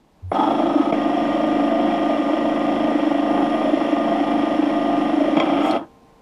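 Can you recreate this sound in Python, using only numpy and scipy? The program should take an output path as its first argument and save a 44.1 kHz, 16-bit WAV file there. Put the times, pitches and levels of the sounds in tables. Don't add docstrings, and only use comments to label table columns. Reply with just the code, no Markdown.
import sys
import numpy as np
from scipy import signal
from scipy.fft import rfft, irfft, next_fast_len
from scipy.io import wavfile

SR = 44100
rng = np.random.default_rng(int(sys.argv[2]) if len(sys.argv) > 2 else 0)


def unload_audio(sound):
    columns = np.transpose(np.atleast_2d(sound))
    steps = np.round(np.clip(columns, -1, 1) * 32767)
    wavfile.write(sys.argv[1], SR, steps.astype(np.int16))


N = 274159
TIME = np.arange(N) / SR

# freq_hz, level_db
ROOM_AIR = [(22, 3), (45, -3), (100, -6), (220, 0.5), (450, -8.5), (900, -8), (1300, -19), (4000, -27),
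            (10000, -37), (15000, -41)]
# pitch_hz, level_db
FAN_TONES = [(263, -59.5), (458, -56.5), (787, -59), (1050, -59.5), (12650, -101)]
# time_s, air_db, fan_db
BACKGROUND_FADES = [(0, -57.5, -37), (0.3, -54, -14.5), (5.85, -52, -1.5), (6.2, -52.5, -6)]
# carrier_offset_hz, level_db
SIDE_TONES = [(-470, -88.5), (-436, -85.5), (-364, -82), (-205, -85), (-151, -81.5), (11, -78.5), (79, -90),
              (152, -78), (203.5, -76.5)]

# time_s, turns_per_s
MOTOR_SPEED = [(0.28, 0), (0.341, 25.77), (5.76, 25.77), (5.88, 0)]
# time_s, gain
RUN_FADE = [(0.316, 0), (0.325, 1), (5.762, 1), (5.785, .45), (5.82, .28), (5.87, 0)]
# time_s, gain
GROWL_FADE = [(0.222, 0), (0.245, 1), (0.295, .9), (0.325, 0)]
# cycles_per_turn, level_db
HUM_PARTIALS = [(1, -48.5), (6, -48), (8, -35.5), (9, -31.5), (11.07, -25), (17, -48), (18, -48), (19, -46),
                (21, -33), (22, -36), (27, -33), (28, -36), (33, -44), (36, -44), (42, -46), (47.04, -36.5)]
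# cycles_per_turn, level_db
THROB_PARTIALS = [(10, -40), (11, -40), (12, -26.5), (13, -34), (14, -41)]
# start_s, end_s, place_turns, half_width_turns, pitch_hz, waver_hz, level_db
DRY_SPOTS = [(0.95, 5.35, 0.85, 0.055, 7080, 50, -63.5), (3.36, 4.02, 0.82, 0.055, 7080, 50, -59.5),
             (1.05, 3.25, 0.91, 0.1, 7620, 70, -67), (1.18, 3.2, 0.75, 0.09, 11900, 130, -74.5),
             (1.3, 3.2, 0.76, 0.09, 12700, 130, -75.5)]

# pitch_hz, bandwidth_hz, level_db
FRAME_MODES = [(104.5, 8.4, -8.5), (174.4, 6.1, -24), (223.8, 19.6, -8), (288.7, 21.3, 2), (307, 24.3, 3),
               (331.7, 23, 5.5), (375, 19, -10)]
GEAR_MODES = [(432, 148, -10), (542, 71, -5), (592.6, 62, 0), (720.6, 64, 2), (832, 80, -4.5),
              (891, 93, -8.5), (1035, 137, -10.5), (1185, 126, -9), (1378, 77, -14), (1670, 200, -25.5)]
PLATE_MODES = [(2040, 85, 0.5), (2346, 66, 0), (2705, 190, -4), (3048, 250, -4), (3228, 170, -1),
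               (3516, 120, -13), (4440, 120, -23.5), (5380, 160, -16)]
LOADED_ROLLER_MODES = [(1891, 84, 7), (1937, 193, -1), (2745, 110, -12), (5440, 270, -36)]
LOOSE_ROLLER_MODES = [(636, 35, -1.5), (762, 58, 5.5), (864, 40, 9), (985, 110, -1), (1200, 71, -5.5),
                      (1241, 43, -0.5), (1400, 94, -23.5), (3320, 120, -13.5)]
STRUCK_ROLLER_MODES = [(2040, 63, 3), (2190, 90, 0), (2400, 92, -5)]
BENCH_MODES = [(75, 25, -13), (126, 19, -17), (174, 35, 9), (253, 47, -13.5), (456, 52, -0.5)]
STRIP_MODES = [(1050, 44, 13.5), (2040, 36, 4.5), (2260, 170, -2), (2610, 34, -5), (3205, 79, 0),
               (3400, 170, -13), (4400, 120, -21), (7100, 400, -18.5)]
SLIDING_EDGE_MODES = [(5600, 900, -4), (6860, 51, 15), (7500, 900, -6), (8360, 400, 2), (9400, 640, -7),
                      (10600, 600, -6), (12400, 300, -5), (12900, 80, 2)]
FLICKED_EDGE_MODES = [(3600, 91, 14.5), (4360, 270, 7), (5440, 360, 0), (6960, 700, -17), (8540, 520, -9),
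                      (10900, 360, -7), (11900, 600, -19)]

# time_s, level_db
FLICKS = [(5.71, -25)]
# time_s, level_db
BUMPS = [(.397, -15), (.764, -10), (.805, -9), (.879, -16), (1.152, -16), (2.205, -14), (2.338, -15),
         (2.958, -11), (3.036, -14), (3.076, -14), (3.118, -13.5), (3.159, -15), (3.2, -14.5), (3.741, -11),
         (3.821, -13), (3.898, -14.5), (3.936, -14.5), (4.215, -14), (4.479, -15.5), (4.598, -12),
         (4.637, -15), (4.675, -14.5), (5.142, -14), (5.181, -14), (5.219, -11.5), (5.336, -12),
         (5.377, -12.5), (5.44, -15), (5.705, -13.5)]
# time_s, level_db
SLACK_KNOCKS = [(0.483, -19), (0.522, -17), (0.597, -11.5), (1.174, -16), (1.329, -23), (1.441, -27),
                (1.596, -14), (2.105, -19), (2.332, -18), (2.416, -25), (3.112, -11.5), (3.612, -16),
                (3.656, -17), (3.811, -14), (3.965, -13.5), (4.471, -15), (5.587, -18), (5.671, -12),
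                (5.751, -10.5)]
# time_s, gear_db, clink_db, bench_db
LOAD_HITS = [(0.316, -7.5, -35, -30), (0.924, -10, -22, -16), (5.369, -7.5, -16, -30), (5.400, -9, -9, -28)]
# time_s, level_db
ROLLER_PINGS = [(0.315, -29.5), (0.924, -25)]
# time_s, level_db
ROLLER_CLANKS = [(0.364, -12), (0.407, -7), (0.441, -9.5)]

# place_turns, pitch_hz, swing_hz, level_db
WORM_KNOCKS = [(.15, 690, 50, -23), (.28, 650, 50, -19.5), (.45, 630, 40, -28)]
# time_s, boost_db
BINDS = [(1.419, -0.5), (1.811, 1.5), (1.96, 1), (2.14, 3.5), (2.35, 2), (2.579, 1), (2.919, 2), (3.66, 4),
         (4.179, 6), (4.479, 0.5), (4.928, 2), (5.22, 5.5)]
# freq_hz, level_db
BEARING_GRIT = [(1800, 1), (2300, -9), (3300, -3.5), (3800, -13.5), (4900, -21), (5400, -11), (5900, -20.5),
                (6500, -24.5), (7400, -25.5), (9100, -32.5), (10200, -29.5), (11500, -42), (13200, -40.5),
                (15000, -47)]
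# freq_hz, level_db
CHAIN_RUSTLE = [(60, -25), (120, -18.5), (170, -4.5), (300, -4), (400, -7.5), (650, -2.5), (1000, -6),
                (1250, -15.5), (1600, -12.5), (2500, -33.5), (4000, -44.5)]
# place_turns, clack_db, roller_db
CONTACTS = [(.11, -3, -2), (.24, -1.5, -4), (.34, -6.5, 3), (.46, -4.5, 4.5), (.57, -5, -3.5),
            (0.658, -7.5, 2.5), (0.762, -6, -3.5), (.96, -1, 2.5)]
# frame_db, clack_db, plate_db, grit_db, loose_db, lag_turns
EMPTY_MIX = (-27.5, -21, -49, -39.5, -32, -0.05)
ROLLING_MIX = (-29.5, -21, -42, -39, -60, 0)
RELEASED_MIX = (-24.5, -18, -36.5, -38.5, -29.5, 0.46)
SURGE_BOOST = (2.5, 2.2, 2, 1.3, 7.8, 0.0603)

ENGAGE_S, BITE_S, RELEASE_S, CHANGE_S = 0.316, 0.922, 5.37, 0.028
TURN_S, WHEEL_TEETH = 1 / 25.77, 20


def from_db(db):
    return 10 ** (np.asarray(db) / 20)


def rms_one(x):
    return x / np.sqrt(np.mean(x ** 2) + 1e-20)


def in_time(rows):
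    times, *columns = np.transpose(rows)
    return [np.interp(TIME, times, column) for column in columns]


def ramp(middle_s, length_s):
    return np.clip((TIME - middle_s) / length_s + .5, 0, 1)


def swell(middle_s, half_width_s):
    return np.exp(-((TIME - middle_s) / half_width_s) ** 2)


def drift(rate_hz):
    hop, run_in = 40, 2000
    r = np.exp(-2 * np.pi * hop * rate_hz / SR)
    noise = rng.standard_normal(N // hop + run_in + 2)
    slow = signal.lfilter([1], [1, -2 * r, r * r], noise)[run_in:]
    return np.interp(np.arange(N) / hop, np.arange(len(slow)), rms_one(slow))


def sine(cycles):
    return np.sqrt(2) * np.sin(2 * np.pi * (cycles + rng.random()))


def clicks(times, db):
    samples = np.round(np.asarray(times) * SR).astype(int)
    return np.bincount(np.clip(samples, 0, N - 1), from_db(db), N)


def grains(per_s, spread_db):
    sizes = from_db(spread_db * np.minimum(rng.exponential(1, N), 4))
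    return (rng.random(N) < per_s / SR) * sizes * rng.choice([-1, 1], N)


def coloured(x, spectrum):
    hz, db = np.transpose(spectrum)
    size = next_fast_len(N)
    bin_hz = np.maximum(np.arange(size // 2 + 1) * SR / size, 1)
    gain = from_db(np.interp(np.log(bin_hz), np.log(hz), db, left=-100, right=-100))
    return rms_one(irfft(rfft(x, size) * gain, size)[:N])


def resonate(x, modes):
    out = 0
    for k, (hz, width, db) in enumerate(modes):
        r = np.exp(-np.pi * width / SR)
        poles = [1, -2 * r * np.cos(2 * np.pi * hz / SR), r * r]
        gain = (-1) ** k * from_db(db) * (1 - r * r) / 2
        out += gain * signal.lfilter([1, 0, -1], poles, x + 1e-18)
    return out


def band(x, low_hz, high_hz):
    return signal.sosfilt(signal.butter(2, [low_hz, high_hz], "band", fs=SR, output="sos"), x)


def body(force, modes, low_hz, high_hz):
    return rms_one(band(resonate(force, modes), low_hz, high_hz))


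def scatter(x, t60_s, wet_db):
    t = np.arange(int(t60_s * SR)) / SR
    tail = rng.standard_normal(SR)[:len(t)] * from_db(-60 * t / t60_s)
    return x + from_db(wet_db) * signal.fftconvolve(x, tail / np.linalg.norm(tail))[:N]


def strike(times, db, modes, t60_s, wet_db):
    sound = resonate(scatter(clicks(times, db), t60_s, wet_db), modes)
    return sound / np.abs(sound).max() * from_db(max(db))


def chatter(force, decay_s):
    r = np.exp(-1 / (decay_s * SR))
    energy = signal.lfilter([1 - r], [1, -r], force ** 2 + 1e-18)
    return np.sqrt(energy) * rng.standard_normal(N)


def gripped():
    return ramp(BITE_S, CHANGE_S) - ramp(RELEASE_S, CHANGE_S)


def surge(rise_s=0.09):
    age = np.maximum(TIME - ENGAGE_S, 0) / rise_s
    return age * np.exp(1 - age)


def load_mix():
    shares = [1 - ramp(BITE_S, CHANGE_S), gripped(), ramp(RELEASE_S, CHANGE_S), surge()]
    return np.transpose([EMPTY_MIX, ROLLING_MIX, RELEASED_MIX, SURGE_BOOST]) @ np.array(shares)


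def rocking_duck(depth_db=-6):
    rocking = sum(swell(time_s, .03) for time_s, _ in BUMPS)
    return from_db(depth_db * np.minimum(rocking, 1))


def wheel_cycle(turns, crest_s):
    return np.cos(2 * np.pi * (turns - np.interp(crest_s, TIME, turns)) / WHEEL_TEETH)


def turns_from(turns, place):
    return (turns - place + .5) % 1 - .5


def background():
    air_db, fan_db = in_time(BACKGROUND_FADES)
    fan = sum(from_db(db) * sine(hz * TIME) for hz, db in FAN_TONES)
    return from_db(air_db) * coloured(rng.standard_normal(N), ROOM_AIR) + from_db(fan_db) * fan


def inverter_whistle(pace, carrier_hz=9990.5, pair_offset_hz=311.5):
    upright_db = 9 * ramp(3.75, 0.25)
    glint_db = 10 * swell(3.48, 0.2)
    surge_db = 6.5 * surge()
    pair = [(-pair_offset_hz, -78.5 + surge_db + upright_db),
            (pair_offset_hz, -72 + surge_db + glint_db)]
    carrier, spread = carrier_hz * TIME, np.cumsum(pace) / SR
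    ping = from_db(-61.5) * swell(0.318, 0.025) * sine(carrier)
    tones = sum(from_db(db + 1.4 * drift(8)) * sine(carrier + offset_hz * spread)
                for offset_hz, db in pair + list(SIDE_TONES))
    return (ping + pace * tones) * (1 - ramp(5.8, .04))


def motor_hum(turns, pace, running, growl_hz=91.0, throb_place=0.45):
    shaft = turns + .002 * drift(1.5)
    hum = sum(from_db(db + 1.2 * drift(4)) * sine(order * shaft) for order, db in HUM_PARTIALS)
    throb = sum(from_db(db) * np.sqrt(2) * np.cos(2 * np.pi * order * (shaft - throb_place))
                for order, db in THROB_PARTIALS)
    unloaded_db = -2.5 * (1 - gripped())
    drone = from_db(unloaded_db) * rocking_duck() * (hum + from_db(1.5 * drift(8)) * throb)
    growl_fade, = in_time(GROWL_FADE)
    return from_db(-29.5) * growl_fade * sine(growl_hz * TIME) + running * pace ** 3 * drone


def shaft_chirps(turns, fade_s=0.1):
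    out = 0
    for start_s, end_s, place, half_width, hz, waver_hz, db in DRY_SPOTS:
        gate = np.exp(-(turns_from(turns, place) / half_width) ** 2)
        rubbing = ramp(start_s, fade_s) - ramp(end_s, fade_s)
        tone = sine(hz * TIME + np.cumsum(waver_hz * drift(150)) / SR)
        out += from_db(db + 2 * drift(10)) * rubbing * gate * tone
    return out


def ring_lift_off():
    scrape = resonate(grains(per_s=9000, spread_db=1.5), SLIDING_EDGE_MODES)
    squeak = from_db(-49.5) * swell(5.665, 0.038) * rms_one(scrape)
    flick = strike(*np.transpose(FLICKS), FLICKED_EDGE_MODES, t60_s=.055, wet_db=7)
    return band(squeak + flick, 3000, 13500)


def base_bumps(pitch_hz=303, half_width_s=.0092):
    return sum(from_db(db) * swell(time_s, half_width_s) * sine(pitch_hz * TIME) for time_s, db in BUMPS)


def knocks_and_snaps(clink_send_db=-18, bench_send_db=-42):
    knocks = [(time_s, db, db + clink_send_db, db + bench_send_db) for time_s, db in SLACK_KNOCKS]
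    times, gear_db, clink_db, bench_db = np.transpose(knocks + list(LOAD_HITS))
    thumps = band(strike(times, bench_db, BENCH_MODES, t60_s=0.024, wet_db=0), 60, 920)
    clanks = band(strike(times, gear_db, GEAR_MODES, t60_s=0.04, wet_db=-6), 230, 1400)
    clinks = band(strike(times, clink_db, STRIP_MODES, t60_s=0.047, wet_db=4), 1100, 4500)
    return thumps + clanks + clinks


def roller_hits():
    pings = strike(*np.transpose(ROLLER_PINGS), STRUCK_ROLLER_MODES, t60_s=0.04, wet_db=4)
    clanks = strike(*np.transpose(ROLLER_CLANKS), LOOSE_ROLLER_MODES, t60_s=.05, wet_db=-3)
    return band(pings, 1500, 3000) + band(clanks, 400, 1800)


def worm_chug(turns, knock_half_width_s=.0035):
    wheel = wheel_cycle(turns, crest_s=1.1)
    lag = load_mix()[-1]
    phase = turns - lag - .012 * wheel
    binding_db = sum(db * swell(time_s, 0.077) for time_s, db in BINDS)
    growl_hz = 655 + 45 * wheel + 35 * drift(60)
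    chug = from_db(-30 + 2 * drift(30)) * rocking_duck() * sine(np.cumsum(growl_hz) / SR)
    for place, hz, swing_hz, db in WORM_KNOCKS:
        offset_s = turns_from(phase + .005 * drift(5), place) * TURN_S
        pitch_hz = hz + swing_hz * wheel + 32 * drift(7)
        envelope = np.exp(-(offset_s / knock_half_width_s) ** 2)
        chug += from_db(db + 1.8 * drift(12)) * envelope * np.sin(2 * np.pi * pitch_hz * offset_s)
    return from_db(binding_db - 1.5) * chug


def contact_forces(turns, lag, wander_s=.00026):
    each_turn = np.arange(int(turns[-1]))
    slack = np.interp(each_turn, turns, lag)
    unloaded = 1 - np.interp(each_turn, turns, gripped())
    jitter_s = .00012 + .00039 * unloaded
    shared_drift = drift(1.2)
    gear_force, roller_force = np.zeros((2, N))
    for place, clack_db, roller_db in CONTACTS:
        times = np.interp(each_turn + place + slack, turns, TIME)
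        timing, weight = rng.standard_normal((len(each_turn), 2)).T
        times += wander_s * np.interp(times, TIME, shared_drift + 0.76 * drift(3.03)) + jitter_s * timing
        force_db = .4 * np.interp(times, TIME, drift(5.3)) + 1.3 * weight
        gear_force += scatter(clicks(times, clack_db + force_db), t60_s=.028, wet_db=-7)
        roller_force += clicks(times, roller_db + force_db)
    return gear_force, roller_force


def gear_train(turns, pace, running):
    frame_db, clack_db, plate_db, grit_db, loose_db, lag = load_mix()
    grip = gripped()
    gear_force, roller_force = contact_forces(turns, lag)
    tight = wheel_cycle(turns, crest_s=0.56)
    throb = np.cos(2 * np.pi * (turns - lag - .26))
    empty_throb_db = 3.5 * (1 - ramp(BITE_S, CHANGE_S)) * throb

    rumble = body(grains(per_s=600, spread_db=1), FRAME_MODES, 126, 580)
    frame = from_db(frame_db + 0.6 * tight) * rocking_duck() * rumble
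    gears = from_db(clack_db - 7.5 - 0.83 * grip) * body(gear_force, GEAR_MODES, 390, 2700)
    rattle = body(scatter(gear_force, t60_s=0.02, wet_db=1.5), LOOSE_ROLLER_MODES, 560, 2600)
    loose = from_db(loose_db + empty_throb_db) * rattle
    buzz = body(chatter(gear_force, decay_s=0.0042), PLATE_MODES, 1910, 4500)
    plates = from_db(plate_db + 0.36 * tight + empty_throb_db) * buzz
    rollers = from_db(-42.5) * grip * body(roller_force, LOADED_ROLLER_MODES, 1500, 7800)
    grit = coloured(grains(per_s=3500, spread_db=0), BEARING_GRIT)
    bearings = from_db(grit_db - 4.5 + 0.36 * tight + 0.3 * throb) * grit
    rustle = coloured(grains(per_s=900, spread_db=2.5), CHAIN_RUSTLE)
    rough_db = 5 * swell(3.38, 0.073)
    chain = from_db(clack_db - 12 + 2 * throb + rough_db) * rustle

    stall = from_db(-19 * swell(0.919, 0.0061))
    mix = pace ** 0.23 * frame + gears + loose + rollers + chain + pace ** 3 * (plates + bearings)
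    return running * stall * mix


def scene():
    speed, = in_time(MOTOR_SPEED)
    running, = in_time(RUN_FADE)
    turns, pace = np.cumsum(speed) / SR, speed / speed.max()
    drive = gear_train(turns, pace, running) + running * worm_chug(turns)
    clatter = drive + base_bumps() + knocks_and_snaps() + roller_hits() + ring_lift_off()
    in_room = scatter(clatter, t60_s=0.22, wet_db=-11)
    tones = shaft_chirps(turns) + motor_hum(turns, pace, running) + inverter_whistle(pace)
    return (in_room + tones + background())[None]


def record(dry):
    return signal.sosfilt(signal.ellip(10, .2, 80, 15200, fs=SR, output="sos"), dry)


dry = scene()
out = record(dry)
unload_audio(out)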